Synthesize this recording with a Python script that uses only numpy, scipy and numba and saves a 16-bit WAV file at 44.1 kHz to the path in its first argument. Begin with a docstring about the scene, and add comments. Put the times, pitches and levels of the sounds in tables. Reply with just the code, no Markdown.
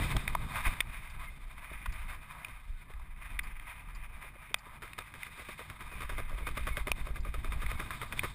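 """Gusts buffet the plastic housing of a body-worn camera under a freshly opened parachute: filtered noise.
Air hisses over the case as flickering noise; the cloth slider flaps, in the end about ten times a second,
each flap a noise slap plus crackle grains. Struck contacts tick and ring the housing; fittings chink as
fading noise; gliding sines whistle. A limiter and coarse held samples add a glassy fizz."""
import sys
import numpy as np
from scipy import signal
from scipy.fft import rfft, irfft
from scipy.io import wavfile
from scipy.ndimage import uniform_filter1d
from numba import njit

SR = 44100
rng = np.random.default_rng(int(sys.argv[2]) if len(sys.argv) > 2 else 0)


def output_pcm(signal):
    """Save a mono or channel-first signal as 16-bit PCM at the path in sys.argv[1].

    Samples are clipped to [-1, 1] before scaling.
    """
    pcm = np.clip(np.atleast_2d(signal).T, -1, 1) * 32767
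    wavfile.write(sys.argv[1], SR, np.round(pcm).astype(np.int16))


N = 367794
TIME = np.arange(N) / SR
FREQ = np.maximum(np.fft.rfftfreq(N, 1 / SR), 1)


def undb(db):
    """Decibels to amplitude gain."""
    return 10 ** (np.asarray(db) / 20)


def curves(table):
    """Columns after the first, interpolated linearly in time."""
    time_s, *columns = np.transpose(table)
    return [np.interp(TIME, time_s, column) for column in columns]


def unit(x):
    """Scale to rms 1."""
    return x / np.sqrt(np.mean(x ** 2) + 1e-18)


def noise():
    """White Gaussian noise."""
    return rng.standard_normal(N)


def walk(rate_hz):
    """Random levels held for 1 / rate_hz, smoothed twice; rms 1."""
    hold = max(int(SR / rate_hz), 2)
    steps = np.repeat(noise()[:N // hold + 1], hold)
    smooth = uniform_filter1d(uniform_filter1d(steps, hold), hold)
    return unit(smooth[:N])


def colour(x, spectrum):
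    """Shape by a spectrum interpolated over log frequency; rms 1."""
    hz, db = np.transpose(spectrum)
    gain = undb(np.interp(np.log(FREQ), np.log(hz), db))
    return unit(irfft(rfft(x) * gain, N))


def grains(rate_hz, spread_db):
    """Dense random clicks of either sign and uneven size."""
    struck = rng.random(N) < rate_hz / SR
    sign = np.sign(noise())
    return struck * sign * undb(spread_db * np.minimum(rng.exponential(size=N), 4))


def add(out, time_s, x):
    """Mix a short sound into out at time_s."""
    i = max(int(time_s * SR), 0)
    out[i:i + len(x)] += x[:N - i]


def swells(table):
    """Summed gain of Gaussian swells, from rows of (middle [s], length [s], level [dB])."""
    out = np.zeros(N)
    for middle_s, length_s, db in table:
        near = slice(*np.searchsorted(TIME, [middle_s - 2 * length_s, middle_s + 2 * length_s]))
        out[near] += undb(db) * np.exp(-(2 * (TIME[near] - middle_s) / length_s) ** 2)
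    return out


# housing resonances: (frequency [Hz], width [Hz], level [dB])
HOUSING_MODES = [(550, 190, -18.5), (672, 220, -5.5), (1013, 188, -0.5), (1222, 150, 1), (1601, 254, -2),
                 (2090, 314, 2), (2440, 196, 2.5), (3176, 570, -3.5), (3628, 200, 2), (4700, 2000, -12),
                 (5150, 550, -14.5)]


def housing_ring(size=2048):
    """Causal minimum-phase ring of the plastic case, from its resonance power via the cepstrum."""
    f = np.fft.rfftfreq(size, 1 / SR)
    power = sum(undb(db) ** 2 / (1 + ((f - hz) / width_hz) ** 2 * 2) ** 2
                for hz, width_hz, db in HOUSING_MODES)
    cepstrum = irfft(np.log(power) / 2)
    cepstrum[1:size // 2] *= 2
    cepstrum[size // 2 + 1:] = 0
    return irfft(np.exp(rfft(cepstrum)))[:size // 2]


def housed(x):
    """A sound as it arrives through the case."""
    return signal.oaconvolve(x, housing_ring())[:len(x)]


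# runs of even flutter, each until the next:
# (start [s], approximate rate [flaps/s], relative body [dB], relative crackle [dB], nominal flap length [s])
FLUTTER_RUNS = [(4.104, 8, -55, -72, 0.035), (4.35, 6.4, -51.5, -72, 0.012),
                (4.818, 6.2, -49, -38.5, 0.037), (5.136, 8, -51, -42.5, .028),
                (5.262, 9, -53, -43.5, 0.058), (5.483, 9.3, -44, -40, 0.02), (5.911, 11, -46, -42.5, 0.027),
                (6.002, 11.5, -43, -35.5, 0.037), (6.178, 8.4, -37.5, -35, .026),
                (6.292, 12, -48, -44, 0.064), (6.465, 10, -38, -31.5, .026), (6.666, 10, -36, -31, 0.019),
                (6.967, 10, -53, -54, 0.021), (7.063, 11, -44, -39.5, 0.043), (7.338, 10, -42, -37, 0.02),
                (7.442, 13, -42.5, -38.5, 0.017), (7.518, 10.5, -41, -35, 0.026),
                (7.712, 12, -45, -35.5, 0.019), (7.794, 9, -41, -33, 0.024), (8.23, 9, -35.5, -29.5, 0.023)]
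# lone flaps before the flutter:
# (time [s], relative body [dB], relative crackle [dB], nominal length [s])
SINGLE_FLAPS = [(.643, -57, -45, .03), (1.711, -47, -74, 0.012), (2.48, -54, -47, 0.0075),
                (2.895, -50, -60, 0.016)]


def flaps():
    """Every flap as (time, body, crackle, length); a whole number of them fills each flutter run."""
    flutter = []
    end_times = [run[0] for run in FLUTTER_RUNS[1:]] + [N / SR]
    for (start_s, rate_hz, *flap), end_s in zip(FLUTTER_RUNS, end_times):
        count = max(round((end_s - start_s) * rate_hz), 1)
        flutter += [(s, *flap) for s in np.linspace(start_s, end_s, count, endpoint=False)]
    return SINGLE_FLAPS + flutter


# gust rumble spectrum: (frequency [Hz], relative level [dB])
RUMBLE_SPECTRUM = [(10, -14), (22, 2), (35, -2.5), (52, -5.5), (75, -15.5), (110, -38), (200, -89),
                   (400, -101)]
# small-eddy spectrum: (frequency [Hz], relative level [dB])
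EDDY_SPECTRUM = [(40, -7.5), (90, -1), (140, -1), (200, -8.5), (300, -15.5), (500, -24.5), (1000, -22),
                 (2000, -75)]
# pressure swings after each flap: (frequency [Hz], decay [s], relative level [dB])
THROB_MODES = [(20.94, 0.05, -1.5), (48.6, 0.033, 2)]
# steady buffeting, strong during the opening and when the cloth beats hardest:
# (time [s], relative rumble level [dB])
BUFFETING_LEVEL = [(0, -37), (.55, -40), (1.0, -47.5), (4.4, -55.5), (5.7, -57.5), (6.12, -37), (7.73, -35),
                   (7.92, -49), (8.34, -42.5)]
# small eddies, dying down as the canopy slows the fall, then partly returning:
# (time [s], relative level [dB])
EDDY_LEVEL = [(0.0, -38), (0.25, -48.5), (0.74, -54.5), (0.93, -59), (3.23, -67.5), (3.37, -64),
              (4.46, -66), (6.76, -57.5), (8.34, -53.5)]
# gusts thumping the case: (middle [s], length [s], relative rumble [dB], relative eddies [dB])
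GUST_THUMPS = [(0.16, 0.028, -27, -32.5), (0.676, 0.026, -20, -33), (0.873, 0.07, -35.5, -53),
               (1.16, 0.14, -41.5, -75), (1.47, 0.18, -52, -61), (1.73, 0.067, -44, -65),
               (1.906, 0.18, -34.5, -61.5), (2.095, 0.19, -42, -63), (2.73, 0.13, -39, -70),
               (3.02, 0.21, -41, -66), (3.378, 0.37, -40, -62), (4, 0.35, -41.5, -66),
               (7.741, 0.031, -30, -49)]


def buffet(rumble_db=1, eddy_db=4.0, throb_db=-4, lag_s=0.043, eddy_flicker_db=2.5, size=12000):
    """Turbulence presses on the case; a decaying pressure swing follows each flap of the cloth."""
    (rumble_curve_db,), (eddy_curve_db,) = curves(BUFFETING_LEVEL), curves(EDDY_LEVEL)
    t, pushes = np.arange(size) / SR, np.zeros(N)
    swing = sum(undb(db) * np.exp(-t / decay_s) * np.sin(2 * np.pi * hz * t)
                for hz, decay_s, db in THROB_MODES)
    for time_s, *_ in flaps():
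        add(pushes, time_s + lag_s, swing)
    # random gusts recede where the cloth beats steadily
    beating = np.clip(uniform_filter1d(unit(pushes) ** 2, size=SR // 4) / 2, 0, 1)
    gusts = colour(noise(), RUMBLE_SPECTRUM) * undb(rumble_db) * (1 - beating / 2)
    rumble = gusts + undb(throb_db) * unit(pushes)
    eddies = colour(noise(), EDDY_SPECTRUM) * undb(eddy_db + eddy_flicker_db * walk(30))
    rumble_thumps = swells([(s, length_s, db) for s, length_s, db, _ in GUST_THUMPS])
    eddy_thumps = swells([(s, length_s, db) for s, length_s, _, db in GUST_THUMPS])
    rumble_gain = np.hypot(undb(rumble_curve_db), rumble_thumps)
    eddy_gain = np.hypot(undb(eddy_curve_db), eddy_thumps)
    return rumble * rumble_gain + eddies * eddy_gain


# hiss spectrum: (frequency [Hz], relative level [dB])
HISS_SPECTRUM = [(100, 24), (400, -8.5), (900, 2), (2500, 0.5), (3000, -6.5), (4000, -23), (6000, -12)]
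# sharp edge of the hiss: (frequency [Hz], relative level [dB])
EDGE_SPECTRUM = [(300, -53), (2200, -12), (3000, -0.5), (4000, 4.5), (6000, -3)]
# steady airflow: (time [s], relative hiss level [dB], relative edge level [dB])
AIRFLOW_LEVEL = [(0.0, -39, -47), (0.3, -51, -60.5), (0.67, -43.5, -53), (0.86, -49, -63), (1.48, -59, -68),
                 (1.74, -52, -68), (2.39, -55.5, -68.5), (2.65, -62, -70.5), (3.11, -59, -74.5),
                 (3.41, -53.5, -71), (4.5, -55.5, -72), (5.48, -52, -60), (6.3, -51.5, -66),
                 (6.62, -49, -58.5), (7.04, -53.5, -63.5), (7.36, -57, -66.5), (7.78, -46, -56.5),
                 (8.34, -53.5, -57)]
# hiss surges as air catches an edge: (middle [s], length [s], relative level [dB])
HISS_SURGES = [(.58, .11, -37), (.665, 0.039, -34.5), (.94, 0.069, -45.5), (1.2, .16, -49.5),
               (1.66, 0.42, -51.5), (2.11, 0.082, -48), (2.42, 0.29, -48.5), (3.32, 0.19, -52.5),
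               (3.72, 0.13, -50), (4.22, .16, -52.5), (4.68, 0.11, -52), (5.96, 0.16, -51.5),
               (6.7, 0.12, -66)]


def rush(hiss_db=-.5, edge_db=0.0, surge_db=0, surge_edge_db=-15, flicker_db=2.5, grit_db=-5,
         lull_db=4, lull_lead_s=0.021, lull_s=0.02, split_hz=1600, wander_db=1.48):
    """Air tears past the case in a flickering, gritty hiss that dips just before each flap."""
    flow_db, sharp_db = curves(AIRFLOW_LEVEL)
    surge = swells(HISS_SURGES) * undb(surge_db)
    lulls = swells([(time_s - lull_lead_s, lull_s, 0) for time_s, *_ in flaps()])
    air = unit(noise() + undb(grit_db) * unit(grains(1500, 6.0)))
    hiss = colour(housed(air), HISS_SPECTRUM) * np.hypot(undb(flow_db + hiss_db), surge)
    edge_gain = np.hypot(undb(sharp_db + edge_db), surge * undb(surge_edge_db))
    edge = colour(housed(noise()), EDGE_SPECTRUM) * edge_gain
    flicker = undb(flicker_db * walk(55) - lull_db * lulls)
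    # the hiss turns darker and brighter as the air shifts its angle
    dark = irfft(rfft(hiss) / (1 + (FREQ / split_hz) ** 6), N)
    tilt = undb(wander_db * walk(9))
    return (dark / tilt + (hiss - dark) * tilt + edge) * flicker


# cloth slap spectrum: (frequency [Hz], relative level [dB])
SLAP_SPECTRUM = [(80, 18.5), (200, -1), (350, 8.5), (600, 9.5), (900, -5.5), (1500, -45), (4000, -59)]
# crackle spectrum ahead of the case: (frequency [Hz], relative level [dB])
CRACKLE_SPECTRUM = [(200, 28), (700, -0.5), (1200, 15), (2400, 7.5), (3400, 2.5), (6000, 1)]


def slider(body_db=-5, crackle_db=-6.0, ripple_db=3, lag_s=0.00197, crackle_share=0.5,
           first_snap_db=11, uneven=0.092, size=4096):
    """Each flap is a soft slap, a snap as the cloth goes taut, and a spray of crackles from its creases."""
    out, t = np.zeros(N), np.arange(size) / SR
    ripple = undb(ripple_db * walk(220))
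    slaps = colour(noise(), SLAP_SPECTRUM) * ripple
    creases = unit(grains(2500, 2.5)) * ripple
    hz, db = np.transpose(CRACKLE_SPECTRUM)
    crackle_gain = undb(np.interp(np.log(np.fft.rfftfreq(size, 1 / SR) + 1), np.log(hz), db))
    for k, (time_s, slap_db, snap_db, nominal_s) in enumerate(flaps()):
        own = slice(k * size, (k + 1) * size)
        length_s = max(nominal_s, .005) * np.exp(uneven * rng.standard_normal())
        slap = slaps[own] * (1 - np.exp(-t / .002)) * np.exp(-(t / length_s) ** 3.0)
        spray = creases[own] * np.exp(-(t / (length_s * crackle_share)) ** 0.78)
        spray = spray + undb(first_snap_db) * (t == 0)
        crackle = housed(irfft(rfft(np.roll(spray, size // 64)) * crackle_gain))
        # scaled by the level over the first 20 ms
        add(out, time_s + lag_s, slap / slap[:SR // 50].std() * undb(slap_db + body_db))
        add(out, time_s + lag_s, crackle / crackle[:SR // 50].std() * undb(snap_db + crackle_db))
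    return out


# hard ticks on the housing:
# (time [s], relative level [dB], contact band centre [Hz], chatter length [s], broadband share [dB])
HOUSING_TICKS = [(0.166, -26, 930, 0.0046, -6), (0.278, -23.5, 2090, 0.0018, -20),
                 (0.35, -20.5, 850, 0.0042, -42), (0.805, -11.5, 2340, 0.0039, -24),
                 (1.858, -33, 1380, 0.0087, -21), (2.447, -31.5, 2440, 0.0029, -28),
                 (2.936, -47, 1650, 0.0054, -27), (2.996, -49, 950, 0.0032, -29),
                 (3.391, -24, 2260, 0.0047, -24), (3.597, -41.5, 2080, 0.0034, -22),
                 (4.543, -16.5, 2420, 0.0024, -13), (4.933, -39.5, 2385, 0.0028, -22),
                 (4.988, -31, 1320, 0.0034, -10), (5.2319, -32, 2270, 0.0023, -22),
                 (6.917, -16.5, 2440, 0.0014, -7), (7.662, -32.5, 1940, 0.0064, -28),
                 (8.192, -21.5, 2480, 0.0025, -31)]


def ticks(tick_db=-4, chatter_db=-11, contact_width=0.32, size=2048):
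    """A hard contact chatters for a moment and rings the case, mostly around one band."""
    out, t = np.zeros(N), np.arange(size) / SR
    f = np.maximum(np.fft.rfftfreq(size, 1 / SR), 1)
    chatters = rng.standard_normal((len(HOUSING_TICKS), size))
    for (time_s, db, hz, chatter_s, broadband_db), chatter in zip(HOUSING_TICKS, chatters):
        force = (t == 0) + undb(chatter_db) * chatter * np.exp(-(t / chatter_s) ** 4)
        contact = 1 / (1 + 1j * (f / hz - hz / f) / contact_width) + undb(broadband_db)
        ring = housed(irfft(rfft(force) * contact))
        # scaled by the level over the first 5 ms
        add(out, time_s, ring / ring[:SR // 200].std() * undb(db + tick_db))
    return out


# faint chinks of the harness fittings: (time [s], relative level [dB])
FITTING_CHINKS = [(1.1, -50), (1.923, -46.5), (3.4327, -49), (3.95, -49.5), (4.586, -49.5), (7.205, -50)]


def fittings(chink_db=-3, ring_s=0.008, size=4096):
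    """Metal rings and links chink thinly: treble noise under exponential decays."""
    fade, t = np.zeros(N), np.arange(size) / SR
    for time_s, db in FITTING_CHINKS:
        add(fade, time_s, undb(db + chink_db) * np.exp(-t / ring_s))
    return fade * colour(noise(), [(1500, -40), (3200, -19), (4700, 9.5), (5500, -5.0)])


# faint whistles, probably from taut lines in the wind:
# (start [s], end [s], start pitch [Hz], end pitch [Hz], relative level [dB])
LINE_WHISTLES = [(1.225, 1.313, 2160, 2070, -50), (2.6, 2.868, 4570, 4320, -84),
                 (2.73, 2.862, 1545, 1390, -62), (2.844, 2.966, 1800, 1660, -61.5),
                 (5.895, 5.984, 2550, 2367, -46.5), (6.42, 6.494, 2190, 2200, -45),
                 (6.682, 6.847, 2260, 2000, -49), (7.706, 7.876, 2264, 2090, -50)]


def whistles(whistle_db=-1, waver=0.0068, unsteady_db=3):
    """Vortices, probably shed by taut lines, sing gliding, wavering tones that swell and fade."""
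    out = np.zeros(N)
    wobble = 1 + waver * walk(250)
    strength = undb(whistle_db + unsteady_db * walk(70))
    for start_s, end_s, from_hz, to_hz, db in LINE_WHISTLES:
        part = np.clip((TIME - start_s) / (end_s - start_s), 0, 1)
        hz = (from_hz + (to_hz - from_hz) * part) * wobble
        out += undb(db) * np.sin(np.pi * part) * np.sin(2 * np.pi * np.cumsum(hz) / SR)
    return out * strength


def scene():
    """One microphone, the same in both ears."""
    mono = buffet() + rush() + slider() + ticks() + fittings() + whistles()
    return np.array([mono, mono])


@njit
def follow(x, attack, release):
    """Peak follower with per-sample attack and release coefficients."""
    out, level = np.empty(len(x)), 0.
    for i in range(len(x)):
        level += (abs(x[i]) - level) * (attack if abs(x[i]) > level else release)
        out[i] = level
    return out


def record(dry, attack_s=0.00039, release_s=0.13, ceiling_db=-17.6, hold_hz=12000, top_hz=15200):
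    """A limiter ducks peaks and clips what slips past; held samples mirror the sound into the treble."""
    ceiling = undb(ceiling_db)
    coarse = signal.resample_poly(dry[0], hold_hz, SR)
    peak = follow(coarse, 1 - np.exp(-1 / (attack_s * hold_hz)), 1 / (release_s * hold_hz))
    ducked = coarse * np.minimum(1, ceiling / (peak + 1e-9))
    limited = np.clip(ducked, -ceiling, ceiling)
    # holding each sample as a step mirrors the spectrum around the hold rate
    held = signal.resample_poly(np.repeat(limited, 4), SR, 4 * hold_hz)[:N]
    out = signal.sosfilt(signal.ellip(10, .2, 70, top_hz, fs=SR, output="sos"), held)
    return np.array([out, out])


dry = scene()
out = record(dry)
output_pcm(out)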